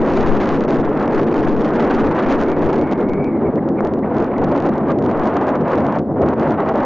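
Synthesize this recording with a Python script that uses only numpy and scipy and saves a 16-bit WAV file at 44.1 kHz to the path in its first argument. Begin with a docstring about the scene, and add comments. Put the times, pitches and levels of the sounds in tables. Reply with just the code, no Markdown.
"""A low, crackling roar: strong wind buffets the microphone of a camera under an open sky.
Turbulent eddies rush and knock at the port, brightening in each gust, over a deep heave of air.
The highest pressure peaks overload the input and are clipped, which makes the crackle.
For a moment, vortices shed from an edge whistle thinly.
The recorder notches out mains hum and passes only a narrow band."""
import sys
import numpy as np
from scipy import signal
from scipy.fft import rfft, irfft
from scipy.io import wavfile
from scipy.ndimage import uniform_filter1d, minimum_filter1d

SR = 44100
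rng = np.random.default_rng(int(sys.argv[2]) if len(sys.argv) > 2 else 0)


def master(y):
    """Save y as 16-bit WAV."""
    cut = np.clip(np.atleast_2d(y).T, -1, 1)
    pcm = np.round(cut * 32767)  # scale
    wavfile.write(sys.argv[1], SR, pcm.astype(np.int16))


N = 302085
TIME = np.arange(N) / SR

# Wind strength, heard as the rush of small eddies: time_s, relative_level_db
WIND = [(0, -26), (0.5, -24.5), (0.68, -30), (1.17, -26), (1.32, -27), (1.6, -29.5), (1.85, -23),
        (2.3, -25.5), (2.52, -29.5), (2.68, -25.5), (3.1, -38), (3.95, -37.5), (4.5, -29), (4.85, -32),
        (5.3, -26), (5.85, -28), (6.25, -29), (6.85, -25)]
# How squarely the wind meets the port: time_s, share_0_to_1
HEAD_ON = [(0, 1), (1.0, 0.88), (2.4, 0.96), (3.0, 0.7), (3.6, 0.12), (4.5, 0.16), (5.5, 0.1), (6.85, 0.05)]
# Gusts at the port: middle_s, length_s, roar_gain_db, rush_gain_db
GUSTS = [(.652, 0.02, 6, 0.5), (.72, 0.1, 2.5, 6), (1.02, 0.041, 2, 5), (1.15, 0.057, 3.5, 2),
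         (1.21, 0.025, 3.5, 2), (1.49, 0.031, 5.5, 0.5), (1.81, 0.051, 1.5, 3), (1.92, .07, 1, 0.5),
         (2.045, 0.08, 2.5, 2.5), (2.19, .07, -3.5, 3.5), (2.315, 0.07, 4, 7.5), (2.435, 0.042, -3.5, 1.5),
         (2.803, 0.052, 0, -4), (2.924, 0.024, 7, 6), (3.014, 0.05, -1, 6), (3.18, 0.12, -1, 1.5),
         (3.43, 0.068, 3, 4.5), (3.793, 0.025, 0, 9), (3.865, 0.057, 0, 8.5), (3.982, 0.017, 5, 0.5),
         (4.046, 0.022, 2.5, 5.5), (4.175, 0.18, -3.5, 6), (4.225, 0.07, 8.5, 2), (4.436, 0.055, 2.5, 3.5),
         (4.55, 0.051, -1, 3), (4.663, 0.047, 6, 7.5), (4.909, 0.049, 5, 12), (5.275, 0.053, 7, 4),
         (5.372, 0.021, 6, 3), (5.487, 0.039, 2, 5), (5.553, 0.021, 0, 3.5), (5.72, 0.1, -4, 6.5),
         (5.87, 0.049, 0, 3.5), (5.965, 0.025, -2.5, 6), (6.175, 0.018, -1.5, 3.5), (6.228, 0.02, 1, 6.5),
         (6.436, 0.057, -2, 4), (6.51, 0.032, 2.5, 1), (6.61, 0.066, -4, 2), (6.688, 0.027, -1.5, 4.5),
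         (6.79, 0.26, 0.5, 1.5)]
# Brief dips and lifts in the wind's roar and rush (a negative loss is a lift):
# middle_s, length_s, roar_loss_db, rush_loss_db
DIPS_AND_LIFTS = [(.588, 0.022, 0, 5), (.669, 0.023, 5.5, 9.5), (.88, 0.13, 5.5, 1), (1.068, 0.049, 1, 2),
                  (1.255, 0.032, 2, 9.5), (1.544, 0.046, 1.5, 3.5), (2.135, .04, 0.5, 1),
                  (2.363, 0.051, 6, 1), (2.55, 0.044, 7.5, 3.5), (2.864, 0.067, 6.5, 0),
                  (2.958, 0.049, 9.5, 0.5), (3.36, 0.15, 4, 3.5), (3.519, 0.038, 11, 0),
                  (3.72, 0.072, 1.5, 5), (3.902, 0.035, 4, 0), (4.014, 0.026, 4, 13),
                  (4.101, 0.059, 2, 2.5), (4.29, 0.15, 5, 2), (4.765, 0.077, 2, -1.5),
                  (4.975, 0.12, 1.5, 6), (5.315, 0.056, 2.5, 0.5), (5.42, 0.026, 5.5, -2),
                  (5.615, 0.084, -1, 4), (6.025, 0.033, 3.5, 0.5), (6.083, 0.18, 1, 21.5),
                  (6.205, .02, -4, 5), (6.248, .022, -1, 0), (6.36, 0.027, 6, 7.5), (6.565, 0.021, 0, 6.5),
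                  (6.648, 0.05, 5, 2.5), (6.84, 0.035, 3, 0.5)]
# Spectra of large, small and finest eddies: frequency_hz, relative_density_db
ROAR_GLANCING_COLOUR = [(20, -32.5), (35, -35.5), (60, -4), (100, -3), (150, 0.5), (220, 2.5), (320, 0),
                        (500, -6), (750, -12), (1000, -22), (2000, -46), (3000, -74.5), (7000, -78)]
ROAR_HEAD_ON_COLOUR = [(20, -26.5), (50, -9), (100, -9.5), (160, -3), (230, -1), (370, -1.5), (500, -7.5),
                       (750, -15.5), (1000, -22.5), (2000, -43), (3000, -69), (7000, -92.5)]
RUSH_GLANCING_COLOUR = [(150, -20.5), (350, 1), (550, 9.5), (800, 6.5), (1100, 3), (1500, -5.5),
                        (2000, -14.5), (3000, -43.5), (4500, -50.5), (7000, -59.5)]
RUSH_HEAD_ON_COLOUR = [(150, -34.5), (350, 1.5), (550, 4), (800, 2), (1100, -1), (1500, -6), (2000, -15.5),
                       (3000, -44), (4500, -55), (7000, -60.5)]
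FIZZ_COLOUR = [(1000, -3.5), (2000, 10.5), (2600, 5), (3500, -6.5), (5000, -20.5), (7000, -42.5)]
# Base overload threshold, lower in a head-on wind: time_s, ceiling_db
CEILING = [(0, -10), (.5, -11.5), (.9, -9.8), (1.3, -10), (1.6, -10.5), (2.0, -8.5), (2.35, -11), (2.7, -9),
           (3.0, -8.5), (3.4, -3.5), (4.45, -8), (4.62, -7), (5.15, -6), (5.95, -5.5), (6.15, -2.5),
           (6.28, -2.5), (6.42, -7), (6.85, -6)]
# Slow shoves of air on the diaphragm: middle_s, length_s, gain_db
SHOVES = [(.25, 0.92, 5), (2.88, 0.15, -2.5), (3.85, 0.12, 6), (4.45, 0.11, 20.5), (4.66, 0.2, 10),
          (5.2, 0.13, 25)]
# Spectra of the heave, open air and faint noise near 12 kHz: frequency_hz, relative_density_db
HEAVE_COLOUR = [(1, -10.5), (4, -2), (10, -11.5), (20, -11.5), (35, -23), (60, -20), (150, -40.5),
                (400, -59), (1000, -110)]
AIR_COLOUR = [(200, 7.5), (2000, -1.5), (4000, -4), (7000, -17.5)]
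HISS_COLOUR = [(8300, 0.5), (10000, -13), (12000, 1.5), (14000, -12.5)]
# The loudest overload pops: start_s, relative_treble_peak_db
POPS = [(0.137, -33), (0.172, -31), (0.21, -30), (0.458, -32), (0.491, -27.5), (0.608, -32), (0.639, -33.5),
        (0.708, -31), (1.949, -32), (2.325, -27.5), (2.414, -33.5), (2.4272, -36), (2.436, -32.5),
        (2.518, -34), (2.664, -38), (2.731, -33), (2.744, -38), (2.757, -39.5), (2.763, -36), (2.814, -36),
        (2.914, -36), (2.9235, -38), (3.0893, -41.5), (3.0966, -40), (3.1352, -38), (3.2443, -38),
        (3.558, -42), (3.6897, -37.5), (3.8499, -34.5), (3.872, -38), (3.938, -37.5), (3.99, -47.5),
        (4.153, -48.5), (4.184, -35.5), (4.225, -39.5), (4.2443, -38), (4.3827, -37), (4.442, -35.5),
        (4.446, -34.5), (4.5514, -41.5), (4.563, -36), (4.5782, -37.5), (4.603, -33.5), (4.624, -37),
        (4.6551, -38.5), (4.664, -35.5), (4.672, -38.5), (4.69, -38), (4.7812, -37.5), (4.886, -43),
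        (4.9188, -35.5), (4.9883, -36.5), (5.025, -38.5), (5.041, -41), (5.051, -39.5), (5.063, -36),
        (5.114, -37.5), (5.1966, -37), (5.236, -39), (5.245, -40), (5.257, -35.5), (5.266, -39),
        (5.273, -33.5), (5.28, -46.5), (5.3692, -29.5), (5.414, -38), (5.47, -39), (5.482, -36.5),
        (5.4913, -34), (5.555, -37.5), (5.558, -40.5), (5.617, -46), (5.6823, -38), (5.72, -36.5),
        (5.756, -35.5), (5.867, -35), (5.925, -37.5), (5.9871, -37), (5.993, -39.5), (6.2188, -40),
        (6.223, -41.5), (6.263, -43), (6.2878, -33), (6.338, -42), (6.398, -35), (6.5085, -36),
        (6.522, -38.5), (6.69, -34), (6.695, -37.5), (6.758, -35.5), (6.804, -38), (6.835, -39)]
# Single eddies striking the port: time_s, relative_peak_db, pitch_hz
KNOCKS = [(0.646, -15, 684), (1.077, -4.5, 508), (1.341, -7.5, 530), (1.564, -12.5, 520),
          (2.262, -9.5, 777), (3.805, -4.5, 720), (3.973, -13.5, 486), (4.044, -12, 400), (6.16, -13, 514),
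          (6.74, -12.5, 621)]
# Short whistles on an edge: middle_s, length_s, top_pitch_hz, relative_level_db
EDGE_TONES = [(2.508, 0.13, 2250, -42.5), (2.873, 0.25, 2216, -44), (3.01, 0.13, 2144, -48.5),
              (3.131, 0.17, 2225, -42.5), (3.242, 0.16, 2305, -41.5), (3.355, .12, 2140, -47.5),
              (3.467, 0.06, 2240, -46), (3.588, 0.02, 1980, -39), (3.794, 0.048, 2200, -41),
              (4.037, 0.025, 2020, -40), (4.32, .02, 2080, -43), (4.365, 0.02, 2030, -40)]
# Treble lift of the recorder: frequency_hz, gain_db
RESPONSE = [(1500, 0), (3000, 2), (4200, 2.5), (6500, 2.5)]
# Right channel relative to left: frequency_hz, gain_db, phase_lead_rad
RIGHT_CHANNEL = [(11, -13.7, .4), (22, -11.4, .65), (43, -5.7, .71), (86, -1.6, .42), (150, -.6, .27),
                 (300, -.3, .15), (420, -.15, .11), (700, 0, 0), (2000, 0, 0), (2800, 0, -.07),
                 (6500, 0, -.13)]
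# Mains hum filter: centre_hz, width_hz
HUM_NOTCHES = [(57.5, 51), (119.5, 28.5), (179, 19.3)]


def gain_of(db):
    """Decibels to amplitude."""
    return 10 ** (np.asarray(db) / 20)


def unit_rms(x):
    """Normalisation to an rms of 1."""
    return x / np.sqrt(np.mean(x ** 2) + 1e-20)


def curve(rows):
    """Linear interpolation of (time_s, value) rows."""
    return np.interp(TIME, *np.transpose(rows))


def add(mix, start_s, sound):
    """Superposition of a sound on the mix."""
    part = mix[max(round(start_s * SR), 0):][:len(sound)]
    part += sound[:len(part)]


def coloured(x, colour):
    """Spectral shaping by (frequency_hz, gain_db) rows."""
    hz, (row_hz, db) = np.fft.rfftfreq(N, 1 / SR), np.transpose(colour)
    return irfft(rfft(x) * gain_of(np.interp(np.log(hz + 1), np.log(row_hz + 1), db)), N)


def noise(colour):
    """Gaussian noise of rms 1 with the given spectrum."""
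    return unit_rms(coloured(rng.standard_normal(N), colour))


def blended(glancing, head_on, share):
    """Equal-power crossfade: independent noises add in power."""
    return np.sqrt(1 - share) * noise(glancing) + np.sqrt(share) * noise(head_on)


def wander(rate_hz):
    """Random fluctuation of rms 1, low-passed at the rate."""
    hz = np.fft.rfftfreq(N, 1 / SR)
    return unit_rms(irfft(rfft(rng.standard_normal(N)) / (1 + (hz / rate_hz) ** 4), N))


def steadied(x, samples, floor=1e-12):
    """Division by the running rms removes slow drift and keeps quick lumps."""
    return x / np.sqrt(uniform_filter1d(abs(x) ** 2, samples) + floor)


def tremble(width_hz):
    """Line broadening: random amplitude and phase smear a tone."""
    return steadied(wander(width_hz) + 1j * wander(width_hz), samples=1500, floor=1e-9)


def swells(rows, order=2):
    """Summed bell curves, one track per dB column; higher orders have flatter tops."""
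    out = np.zeros((len(rows[0]) - 2, N))
    for middle_s, length_s, *db in rows:
        near = abs(TIME - middle_s) < 2 * length_s
        out[:, near] += np.outer(db, np.exp(-abs(2 * (TIME[near] - middle_s) / length_s) ** order))
    return out


def eddies(roar_db=-14.4, rush_db=6.5, fizz_db=-19, head_on_db=2, fizz_growth=1.21,
           flutter_db=1.5, lumps_db=2.14, veer=0.12):
    """Turbulence: large eddies roar, small ones rush, and the finest grow fastest in a gust."""
    roar_lift_db, rush_lift_db = swells(GUSTS) - swells(DIPS_AND_LIFTS, order=4)
    gust_db = curve(WIND) + rush_lift_db
    mean_db = gust_db.mean()
    flicker_db = flutter_db * wander(rate_hz=45)
    head_on = curve(HEAD_ON)
    facing_db = head_on_db * head_on  # head on, roar and fizz gain while the rush thins
    veering = np.clip(head_on + veer * wander(rate_hz=7), 0, 1)  # shifts the roar in pitch
    large = blended(ROAR_GLANCING_COLOUR, ROAR_HEAD_ON_COLOUR, veering)
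    small = blended(RUSH_GLANCING_COLOUR, RUSH_HEAD_ON_COLOUR, head_on) * gain_of(flicker_db)
    large_db = roar_db + facing_db + roar_lift_db + lumps_db * wander(rate_hz=14)
    roar = gain_of(large_db) * steadied(large, samples=2000)
    rush = gain_of(gust_db + rush_db - facing_db) * steadied(small, samples=2500)
    fine_db = mean_db + fizz_db + facing_db + fizz_growth * (gust_db - mean_db + flicker_db)
    return roar + rush + gain_of(fine_db) * noise(FIZZ_COLOUR)


def limiter(pressure, knee_db=-9, squeeze=0.57):
    """Dynamic compression: the gain falls quickly as peaks exceed the knee."""
    peak_db = 20 * np.log10(1e-6 - minimum_filter1d(-abs(pressure), size=300))
    excess_db = np.maximum(peak_db - knee_db, 0)
    smooth_db = uniform_filter1d(uniform_filter1d(excess_db, size=220), size=220)
    return pressure * gain_of(-squeeze * smooth_db)


def overload(pressure, suction_db=1.5, sputter_db=1.58, relief=0.27):
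    """Asymmetric clipping: pushes are cut sooner than pulls, and each sharp corner crackles."""
    rush_loss_db = swells(DIPS_AND_LIFTS, order=4)[1]
    ceiling = gain_of(curve(CEILING) + relief * rush_loss_db)  # dips in the rush restore headroom
    surge = gain_of(sputter_db * np.clip(wander(rate_hz=38), -2, 2))  # passing eddies use it up
    return np.clip(pressure * surge, -ceiling * gain_of(suction_db), ceiling) / np.sqrt(surge)


def heave(base_db=-50, head_on_db=27, drift_db=4.5):
    """Dynamic pressure: air shoves the diaphragm slowly, harder when the wind is head on."""
    level_db = base_db + head_on_db * curve(HEAD_ON) + swells(SHOVES)[0] - drift_db * wander(rate_hz=5)
    return gain_of(level_db) * steadied(noise(HEAVE_COLOUR), samples=16000)


def open_air(level_db=-68):
    """Ambient noise floor: the faint, steady hiss of open air."""
    return gain_of(level_db) * noise(AIR_COLOUR)


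def pops(trim_db=-1, corner_hz=1400, stray_per_s=30, stray_db=-46.5, spread_db=1.5, stray_growth=3):
    """A slope discontinuity is broadband: a lone peak kinks at the ceiling and ticks."""
    t = np.arange(400) / SR
    kink = t * np.exp(-2 * np.pi * corner_hz * t)
    treble = signal.butter(4, [4000, 7500], "bandpass", fs=SR, output="sos")
    kink /= abs(signal.sosfilt(treble, kink)).max()
    wind_db = curve(WIND) + swells(GUSTS)[1] - swells(DIPS_AND_LIFTS, order=4)[1]
    activity = gain_of(wind_db) ** stray_growth  # strong wind scatters more weak ticks
    rate = stray_per_s * activity / activity.mean()
    hits = (rng.random(N) < rate / SR) * gain_of(stray_db + spread_db * rng.standard_normal(N))
    for start_s, db in POPS:
        add(hits, start_s, gain_of([db + trim_db]))
    return -signal.oaconvolve(hits, kink)[:N]


def knocks(flow, trim_db=0.5, cycles=0.51, delay_s=.002, stall_db=6.5, stall_s=0.0075, lead_s=0.0059):
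    """Pressure impulse: the flow stalls, then one eddy strikes the port with a hollow knock."""
    t = np.arange(-200, 200) / SR
    stalls = [(time_s - lead_s, stall_s, stall_db) for time_s, _, _ in KNOCKS]
    out = flow * gain_of(-swells(stalls, order=4)[0])
    for time_s, db, hz in KNOCKS:
        pulse = np.cos(2 * np.pi * hz * t) * np.exp(-(2 * hz * t / cycles) ** 2)
        add(out, time_s + delay_s + t[0], -gain_of(db + trim_db) * pulse)
    return out


def edge_whistle(trim_db=0.5, octave_db=-31, settle_s=0.13, sag=0.036):
    """Vortex shedding: uneven flow off an edge sings a fuzzy tone with a faint octave."""
    out = np.zeros(N)
    core, skirt = tremble(width_hz=42), tremble(width_hz=230)
    octave = gain_of(octave_db) * tremble(width_hz=260)
    for middle_s, length_s, top_hz, db in EDGE_TONES:
        at = np.flatnonzero(abs(TIME - middle_s) < length_s / 2)
        arch = np.cos(np.pi * (TIME[at] - middle_s) / length_s)  # pitch and level follow it together
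        pitch_hz = top_hz * (1 - sag * (1 - arch))
        phasor = np.exp(2j * np.pi * np.cumsum(pitch_hz) / SR)
        fundamental = core[at] + settle_s / length_s * skirt[at]  # short tones cannot settle: rougher
        tone = (fundamental * phasor + octave[at] * phasor ** 2).real
        out[at] += gain_of(db + trim_db) * arch * unit_rms(tone)
    return out


def scene():
    """Superposition at one port: the same pressure feeds both channels."""
    pressure = knocks(limiter(eddies())) + edge_whistle()
    return np.tile(overload(pressure) + pops() + heave() + open_air(), (2, 1))


def record(dry, band_edge_hz=7350, hiss_db=-88, hiss_top_hz=15600):
    """Linear filtering: treble lift, less bass on the right, hum notches, a band limit; then faint noise around
    12 kHz."""
    left, right = coloured(dry, RESPONSE)
    log_hz = np.log(np.fft.rfftfreq(N, 1 / SR) + 1)
    row_hz, gain_db, lead_rad = np.transpose(RIGHT_CHANNEL)
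    right_gain = gain_of(np.interp(log_hz, np.log(row_hz), gain_db))
    right_phase = np.interp(log_hz, np.log(row_hz), lead_rad)
    pair = np.array([left, irfft(rfft(right) * right_gain * np.exp(1j * right_phase), N)])
    for hz, width_hz in HUM_NOTCHES:
        pair = signal.lfilter(*signal.iirnotch(hz, hz / width_hz, fs=SR), pair)
    pair *= np.minimum(TIME / .002, 1)  # 2 ms fade-in
    band_limit = signal.firwin(71, band_edge_hz, window=("kaiser", 4), fs=SR)
    pair = signal.oaconvolve(pair, band_limit[None], "same")
    pair += gain_of(hiss_db) * noise(HISS_COLOUR)
    hiss_limit = signal.firwin(255, hiss_top_hz, window=("kaiser", 9), fs=SR)
    return signal.oaconvolve(pair, hiss_limit[None], "same")


dry = scene()
out = record(dry)
master(out)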